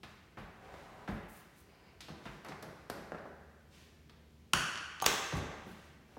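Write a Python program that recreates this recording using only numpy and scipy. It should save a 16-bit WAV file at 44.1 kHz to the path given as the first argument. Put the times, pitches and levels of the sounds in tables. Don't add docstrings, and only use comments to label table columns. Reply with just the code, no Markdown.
import sys
import numpy as np
from scipy import signal
from scipy.fft import rfft, irfft
from scipy.io import wavfile
from scipy.ndimage import uniform_filter1d

SR = 44100
rng = np.random.default_rng(int(sys.argv[2]) if len(sys.argv) > 2 else 0)


def put_to_file(sound):
    columns = np.atleast_2d(sound).T
    safe = np.clip(columns, -1, 1)
    whole_steps = np.round(safe * 32767)
    wavfile.write(sys.argv[1], SR, whole_steps.astype(np.int16))


N = 272559
SIZE, ECHO_SIZE = 8192, 65536
TIME = np.arange(N) / SR
AGE = TIME[:SIZE]

# frequency in Hz, time to die away by 60 dB in s, echo level in dB.
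SHED_ECHO = [(49.6, 0.64, -1.5), (155, 0.59, 4), (400, 0.98, 3), (955, 1.31, 1), (1850, 1.67, 3),
             (3020, 1.23, -2), (7600, 0.96, -4.5), (15000, 0.55, -6)]
STANDING_WAVES_HZ = [209, 337, 436, 579, 661, 770, 820, 1033, 1183, 1250, 1370, 1483, 1547, 1760]

# frequency in Hz, gain in dB.
AIR_COLOUR = [(15, -56.5), (25, -22.5), (64, -3.5), (87, -4), (117, -8.5), (141, -6.5), (195, -6.5),
              (229, -12.5), (405, -13), (1890, -40.5), (2410, -31.5), (3080, -46), (16000, -42)]
AIR_DB = -63.5
# frequency in Hz, relative level in dB.
HUM_LINES = [(75.4, -64.5), (150.7, -72.5), (231.5, -72)]
# time in seconds, gain in dB.
HUM_LEVEL = [(0, 3.5), (1.8, -34), (3.2, 4), (6, 4.5)]

# start in seconds, length in seconds, level in dB.
SHOE_SLIDES = [(.46, 0.12, -63.5), (.66, 0.39, -56), (1.7, 0.23, -67), (2.15, 0.65, -62.5),
               (2.97, 0.043, -59), (5.55, 0.11, -58), (6.13, 0.045, -65)]
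# frequency in Hz, gain in dB.
SCUFF_COLOUR = [(30, -2), (120, 2), (300, -5.5), (750, 0.5), (1700, -9.5), (3000, -15.5), (6000, -26),
                (15000, -36)]
# start in seconds, length in seconds, level in dB.
SLEEVE_MOVES = [(.07, 0.045, -66), (.76, 0.078, -65.5), (1.36, 0.042, -65.5), (1.56, .05, -71.5),
                (2.26, 0.074, -63.5), (2.65, 0.23, -75), (3.75, 0.076, -61.5), (5.68, 0.17, -64),
                (6.12, 0.075, -70)]
# frequency in Hz, gain in dB.
CLOTH_COLOUR = [(300, -6), (1500, -3), (3000, -0.5), (6000, -6.5), (10000, -15), (15000, -19)]
SLEEVE_REST_DB = -74
# start in seconds, length in seconds, level in dB.
SLEEVE_SWISHES = [(1.11, 0.055, -85), (1.3, 0.099, -59), (1.56, 0.06, -70.5), (5.675, 0.045, -67.5)]
# frequency in Hz, gain in dB.
SWISH_COLOUR = [(2000, -17), (6000, -2), (9500, 4), (15000, 3.5)]
# start in seconds, length in seconds, level in dB.
HINGE_TURNS = [(1.74, 0.16, -66.5)]
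# frequency in Hz, gain in dB.
HINGE_COLOUR = [(1500, -10), (2600, -5), (3500, -17), (4650, -10.5), (4950, -7), (5250, -21), (9000, -48)]

# start in seconds, level in dB, softness corner in Hz.
FOOTFALLS = [(.034, -56, 400), (0.379, -44.5, 174), (.747, -55, 89), (1.09, -34.5, 294), (1.11, -47.5, 90),
             (2.257, -46, 320), (2.976, -49.5, 600), (5.667, -46.5, 400)]
# frequency in Hz, width in Hz, level in dB.
FLOOR_MODES = [(47, 11, 11.5), (59.4, 29, 6), (105, 15, -2.5), (141, 38, -9), (193.4, 20, 1), (215, 30, 1),
               (377, 330, -4)]
# start in seconds, level in dB, hardness as upper edge in Hz, die-away time in seconds.
KNOCKS = [(.032, -51, 3200, .018), (.372, -47.5, 2250, 0.038), (.74, -52.5, 2010, 0.0048),
          (1.077, -42.5, 2300, 0.036), (2.084, -50, 1500, .014), (2.255, -47, 2920, 0.021),
          (2.448, -48, 2390, 0.033), (2.485, -49, 1860, .02), (2.52, -50, 2440, 0.011),
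          (2.626, -48.5, 1600, 0.026), (2.8991, -41.5, 1720, 0.0052), (3.12, -44.5, 1740, 0.00092),
          (3.146, -48.5, 1850, 0.014), (3.253, -49, 1150, 0.0084), (4.096, -64.5, 2600, 0.0067),
          (5.325, -43, 1500, 0.0066), (5.367, -42.5, 943, 0.017), (5.403, -48, 1110, 0.004),
          (5.513, -52.5, 1826, 0.0095), (6.168, -49, 1150, 0.0079)]
# multiple of its upper edge, gain in dB.
KNOCK_SHAPE = [(0.044, -10.5), (.18, -3.5), (.34, 0.5), (.9, -6), (1.35, -15.5), (2.2, -32.5), (5, -46)]
# frequency in Hz, width in Hz, level in dB.
BOARD_MODES = [(360, 31, -0.5), (567, 17, 3.5), (632, 28, 1), (756, 44, -1), (848, 18, 2), (998, 29, -4),
               (1125, 32, -4), (1375, 49, 1), (1600, 46, 1.5), (1865, 23, -19), (3650, 200, 4.5)]
# frequency in Hz, gain in dB.
GRIT_COLOUR = [(300, -4), (1500, -3), (2700, -1.5), (3800, 0.5), (5300, 0), (6800, -6), (9000, -12.5),
               (11300, -15.5), (15000, -22.5)]
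GRIT_DB, GRIT_EDGE_HZ, GRIT_DB_PER_OCTAVE = -20.5, 2400, 16
# start in seconds, level in dB, upper edge in Hz, die-away time in seconds.
TICKS = [(.033, -57.5, 4000, .018), (.385, -58.5, 2800, 0.047), (1.083, -54, 2460, 0.085),
         (2.006, -53, 7560, .008), (2.012, -54, 3530, 0.044), (2.084, -57.5, 4000, 0.016),
         (2.256, -65, 2000, 0.033), (2.447, -62, 14000, 0.0042), (2.463, -67, 14000, .005),
         (2.485, -56, 7500, 0.016), (2.6257, -56, 16000, 0.0067), (2.8987, -49.5, 15000, 0.0048),
         (3.184, -67.5, 4050, 0.0043), (4.096, -63.5, 4020, 0.0049), (5.326, -55, 7000, 0.011),
         (5.367, -55, 12000, 0.012)]
# frequency in Hz, width in Hz, level in dB.
TINKLE_MODES = [(4300, 540, 3.5), (5440, 600, -5), (6380, 310, -1), (11100, 200, -3), (11500, 600, 3.5),
                (13300, 1200, 0)]

# start in seconds, level in dB, softness corner in Hz.
BUMPS = [(2.101, -47.5, 240), (2.491, -47.5, 500), (2.645, -51, 335), (3.122, -47.5, 520),
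         (4.536, -39.5, 228), (5.027, -62, 130), (5.333, -32, 124)]
# frequency in Hz, width in Hz, level in dB.
LEAF_MODES = [(80, 12, -7), (101, 50, -8), (162, 30, 2.5), (185, 52, -6.5), (221, 28, 2), (318, 110, 3.5),
              (430, 60, -1)]
# start in seconds, clunk level in dB, metallic tick level in dB.
CLUNKS = [(5.0217, -47, -44), (5.0241, -32.5, -45), (5.353, -45, -62), (5.385, -49, -67)]
# frequency in Hz, width in Hz, level in dB.
LEVER_MODES = [(800, 33, 0.12), (920, 120, -1.5), (1114, 100, -1.09)]
# frequency in Hz, width in Hz, level in dB.
SPRING_MODES = [(3100, 220, -9.5), (6500, 90, 7), (9830, 125, 1), (13800, 330, -12)]
# frequency in Hz, level in dB, time to die away by 60 dB in s.
HANDLE_TONES = [(1183, 8, 0.99), (1910, -7, 1), (2889, -1.5, 0.74), (3500, 6, .5), (3970, 9.5, 0.5),
                (4140, 0, 0.34), (5276, -7.5, .4), (6060, -5, 0.86), (7900, 2.5, .47), (14770, -16.5, .25)]
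# start in seconds, level in dB, chatter time in seconds, softness corner in Hz.
STRIKES_AND_CREAKS = [(4.5331, -43, .0015, 6000), (4.535, -23.5, .001, 15000),
                      (4.5388, -31.5, 0.00041, 1500), (4.5505, -41.5, .0008, 13000),
                      (4.757, -40.5, 0.00036, 3500), (4.776, -43.5, 0.000082, 3900),
                      (5.0014, -45, .0002, 4500), (5.015, -46.5, 0.00054, 4000)]
# frequency in Hz, width in Hz, level in dB.
PLATE_MODES = [(1150, 58, -20), (1480, 72, -6), (1580, 140, 3), (1740, 150, -8), (2730, 180, 0),
               (2950, 110, -8.5), (4500, 320, 1), (5700, 350, -7), (7160, 170, -14), (8750, 350, -15.5),
               (10500, 370, -7.5), (14200, 150, -22.5)]
# frequency in Hz, gain in dB.
PLATE_CRACK = [(100, -6.5), (400, -15), (680, -16.5), (1050, 0), (1650, 1), (2200, -7.5), (3000, 4.5),
               (4000, -8.5), (5500, -2), (8500, -6.5), (10500, -12.5), (11100, -18.5), (16000, -23.5)]
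# start in seconds, level in dB, chatter time in seconds, softness corner in Hz.
SNAPS = [(5.0435, -39.5, 0.00053, 4500), (5.0566, -42, .004, 7000), (5.062, -26.5, 0.0017, 16000),
         (5.0637, -23, 0.0014, 7000), (5.0687, -37, 0.0022, 9000), (5.0788, -45, .0018, 15000)]
# frequency in Hz, width in Hz, level in dB.
BOLT_MODES = [(484, 96, 0), (1140, 150, -11), (1597, 67, 6), (2150, 200, -9), (2750, 75, 1),
              (3500, 150, 4.5), (4000, 200, 3.5), (4550, 200, -1.5), (5200, 220, -9), (6340, 200, 0),
              (7000, 260, -3.5), (7700, 130, -3.5), (9500, 150, -22), (12600, 200, -26), (14800, 200, -18)]
# frequency in Hz, gain in dB.
BOLT_CRACK = [(100, -20.5), (450, -6.5), (1000, -1.5), (1600, -2.5), (2200, -2), (3150, -1.5), (3750, 0),
              (4850, -9), (5400, -2), (6500, -2.5), (9000, -9), (12000, -10), (15000, -6.5)]


def undb(db):
    return 10 ** (np.asarray(db) / 20)


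def blow(x, db):
    return x * undb(db) * np.sqrt(SR / 100 / np.sum(x ** 2))


def add(track, s, x):
    start = int(np.clip(s * SR, 0, N - 1))
    track[start:start + len(x)] += x[:N - start]


def along(points, size):
    hz, value = np.transpose(points)
    return np.interp(np.log(np.fft.rfftfreq(size, 1 / SR) + 1), np.log(hz), value)


def through(x, response):
    return signal.fftconvolve(x, response)[:len(x)]


def colour(x, points):
    cepstrum = irfft(np.log(undb(along(points, SIZE))))
    cepstrum[1:SIZE // 2] *= 2
    cepstrum[SIZE // 2 + 1:] = 0
    return through(x, irfft(np.exp(rfft(cepstrum))))


def ring(modes):
    response = np.zeros(SIZE)
    for hz, width_hz, db in modes:
        decay = width_hz * np.exp(-np.pi * width_hz * AGE)
        response += undb(db) * decay * np.sin(2 * np.pi * hz * AGE)
    return response


def contact(length, first_db):
    chatter = blow(rng.standard_normal(SIZE) * np.exp(-AGE / length), 0)
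    impact = blow(signal.unit_impulse(SIZE), first_db)
    even = irfft(np.exp(1j * np.angle(rfft(chatter + impact))))
    return even * np.exp(-(AGE / (4 * length)) ** 2)


def walk(rate):
    hold = int(SR / rate)
    return uniform_filter1d(np.repeat(rng.standard_normal(N // hold + 1), hold), hold)[:N]


def hiss(points):
    noise = colour(rng.standard_normal(N), points)
    return noise / np.std(noise)


def shed(build_s, standing_width_hz, standing_lift, early_lift, early_s):
    age = TIME[:ECHO_SIZE]
    bins_hz = np.fft.rfftfreq(2 * ECHO_SIZE, 1 / SR)
    standing = sum(1 / (1 + ((bins_hz - hz) / standing_width_hz) ** 2) for hz in STANDING_WAVES_HZ)
    ripple = 1 + standing_lift * standing
    ripple /= uniform_filter1d(ripple, size=1200)
    spectrum = rfft(rng.standard_normal(2 * ECHO_SIZE)) * ripple
    bands = []
    for k, (_, t60, db) in enumerate(SHED_ECHO):
        share = along([(row[0], j == k) for j, row in enumerate(SHED_ECHO)], 2 * ECHO_SIZE)
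        decay = np.log(1000) / t60
        build = 1 - np.exp(-(age / build_s) ** 2)
        fade = np.exp(-decay * age) * build * np.sqrt(2 * decay / SR)
        fade *= 1 + early_lift * np.exp(-age / early_s)
        bands.append((irfft(spectrum * share), fade * undb(db)))

    def echo(x):
        start = rng.integers(ECHO_SIZE)
        tail = sum(scatter[start:start + ECHO_SIZE] * fade for scatter, fade in bands)
        return signal.fftconvolve(x, tail)
    return echo


def background():
    hum = np.zeros(N)
    for hz, db in HUM_LINES:
        level = undb(db - 5 + 1.71 * walk(18)) * np.sqrt(2)
        hum += level * np.sin(2 * np.pi * hz * TIME + 0.3 * walk(3))
    hum *= undb(np.interp(TIME, *np.transpose(HUM_LEVEL)))
    return hum + hiss(AIR_COLOUR) * undb(AIR_DB)


def rub(strokes, points, attack_s, release_s, rough_db):
    effort = np.zeros(N)
    for s, length, db in strokes:
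        early = np.maximum(s - TIME, 0)
        late = np.maximum(TIME - s - length, 0)
        effort += undb(db) * np.exp(-(early / attack_s) ** 2 - late / release_s)
    roughness = undb(rough_db * (walk(24.54) + walk(300)))
    return hiss(points) * effort * roughness


def friction():
    soles = rub(SHOE_SLIDES, SCUFF_COLOUR, attack_s=0.046, release_s=0.099, rough_db=0.5)
    sleeve = rub(SLEEVE_MOVES, CLOTH_COLOUR, attack_s=0.038, release_s=0.084, rough_db=0.15)
    sleeve += undb(SLEEVE_REST_DB) * hiss(CLOTH_COLOUR)
    swish = rub(SLEEVE_SWISHES, SWISH_COLOUR, attack_s=0.016, release_s=0.018, rough_db=2.5)
    hinge = rub(HINGE_TURNS, HINGE_COLOUR, attack_s=0.06, release_s=0.04, rough_db=1.6)
    return soles + sleeve + swish + hinge


def ticks(echo, direct_db, wet_db, tinkle_db):
    out, body = np.zeros(N), ring(TINKLE_MODES)
    bright = [(hz, db + 6.5 * (hz > 8000)) for hz, db in GRIT_COLOUR]
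    for s, db, edge_hz, length in TICKS:
        softness = [(edge_hz, 0), (edge_hz * 2, -13)]
        crunch = blow(colour(contact(length, first_db=-14), bright), 0)
        tinkle = blow(through(contact(length, first_db=-21), body), tinkle_db)
        tick = blow(colour(crunch + tinkle, softness), db)
        add(out, s, undb(direct_db) * tick)
        add(out, s, undb(wet_db) * echo(tick))
    return out


def knocks(echo, wet_db):
    out, boards = np.zeros(N), ring(BOARD_MODES)
    for s, db, edge_hz, length in KNOCKS:
        shape = [(multiple * edge_hz, shape_db) for multiple, shape_db in KNOCK_SHAPE]
        knock = blow(colour(contact(length, first_db=-15), shape), db - 2.0)
        wood_force = colour(contact(length, first_db=-25.0), shape)
        wood = blow(through(wood_force, boards), db - 6.5)
        grit_db = db + GRIT_DB + GRIT_DB_PER_OCTAVE * np.log2(edge_hz / GRIT_EDGE_HZ)
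        grit = blow(colour(contact(length, first_db=-23), GRIT_COLOUR), grit_db)
        add(out, s, undb(4.0) * (knock + wood + grit))
        add(out, s, undb(wet_db) * echo(knock + undb(-6.5) * wood + grit))
    return out


def thuds(echo, pushes, length, modes, wet_db):
    out, panel = np.zeros(N), ring(modes)
    for s, db, corner_hz in pushes:
        softness = [(corner_hz / 6, -10), (corner_hz / 2.55, 0), (corner_hz, -2), (corner_hz * 8, -28)]
        push = colour(contact(length, first_db=-7.5), softness)
        thud = blow(through(push, panel), db)
        add(out, s, thud)
        add(out, s, undb(wet_db) * echo(thud))
    return out


def handle(echo):
    out = np.zeros(N)
    cushion = [(300, -4.0), (650, 2.5), (1200, 4.0), (2400, -18.5)]
    for s, clunk_db, tick_db in CLUNKS:
        clunk = blow(colour(ring(LEVER_MODES), cushion), clunk_db)
        tick = blow(through(contact(0.005, first_db=-11.5), ring(SPRING_MODES)), tick_db)
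        tick += blow(contact(0.001, first_db=2.5), tick_db + 1)
        add(out, s, clunk + tick)
        add(out, s, echo(undb(1.5) * clunk + undb(-0.5) * tick))
    tone = np.zeros(N)
    for hz, db, t60 in HANDLE_TONES:
        tone += undb(db) * np.exp(-np.log(1000) * TIME / t60) * np.sin(2 * np.pi * hz * TIME)
    hardest_snap = max(SNAPS, key=lambda hit: hit[1])
    add(out, hardest_snap[0], blow(tone, -36.5))
    return out


def latch(echo, hits, modes, crack, ring_db, crack_db, wet_db):
    out, body = np.zeros(N), ring(modes)
    for s, db, length, corner_hz in hits:
        softness = [(corner_hz, 0), (corner_hz * 2, -12), (corner_hz * 4, -28)]
        ring_force = colour(contact(length, first_db=-21.5), softness)
        clink = blow(through(ring_force, body), db + ring_db)
        crack_force = colour(contact(length, first_db=-10), softness)
        clack = blow(colour(crack_force, crack), db + crack_db)
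        add(out, s, clink + clack)
        add(out, s, undb(wet_db) * (echo(clack) + undb(-2) * echo(clink)))
    return out


def scene():
    echo = shed(build_s=0.0027, standing_width_hz=6.9, standing_lift=0.38, early_lift=0.17, early_s=0.06)
    rubbing = friction()
    movement = undb(-3.0) * rubbing + undb(-3.5) * echo(rubbing)[:N]
    movement += knocks(echo, wet_db=4.0)
    movement += ticks(echo, direct_db=3.0, wet_db=5.0, tinkle_db=-7.5)
    footfalls = thuds(echo, FOOTFALLS, 0.013, FLOOR_MODES, wet_db=1.0)
    leaf = thuds(echo, BUMPS, 0.0098, LEAF_MODES, wet_db=0.0)
    strike_and_creak = latch(echo, STRIKES_AND_CREAKS, PLATE_MODES, PLATE_CRACK,
                             ring_db=-6.0, crack_db=-2, wet_db=1.5)
    snap = latch(echo, SNAPS, BOLT_MODES, BOLT_CRACK, ring_db=-3.5, crack_db=-1, wet_db=0)
    return (background() + movement + footfalls + leaf + handle(echo) + strike_and_creak + snap)[None]


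def record(dry):
    thin = signal.sosfilt(signal.butter(8, 39, "high", fs=SR, output="sos"), dry)
    return signal.sosfilt(signal.ellip(10, 0.2, 80, 16100, fs=SR, output="sos"), thin)


dry = scene()
out = record(dry)
put_to_file(out)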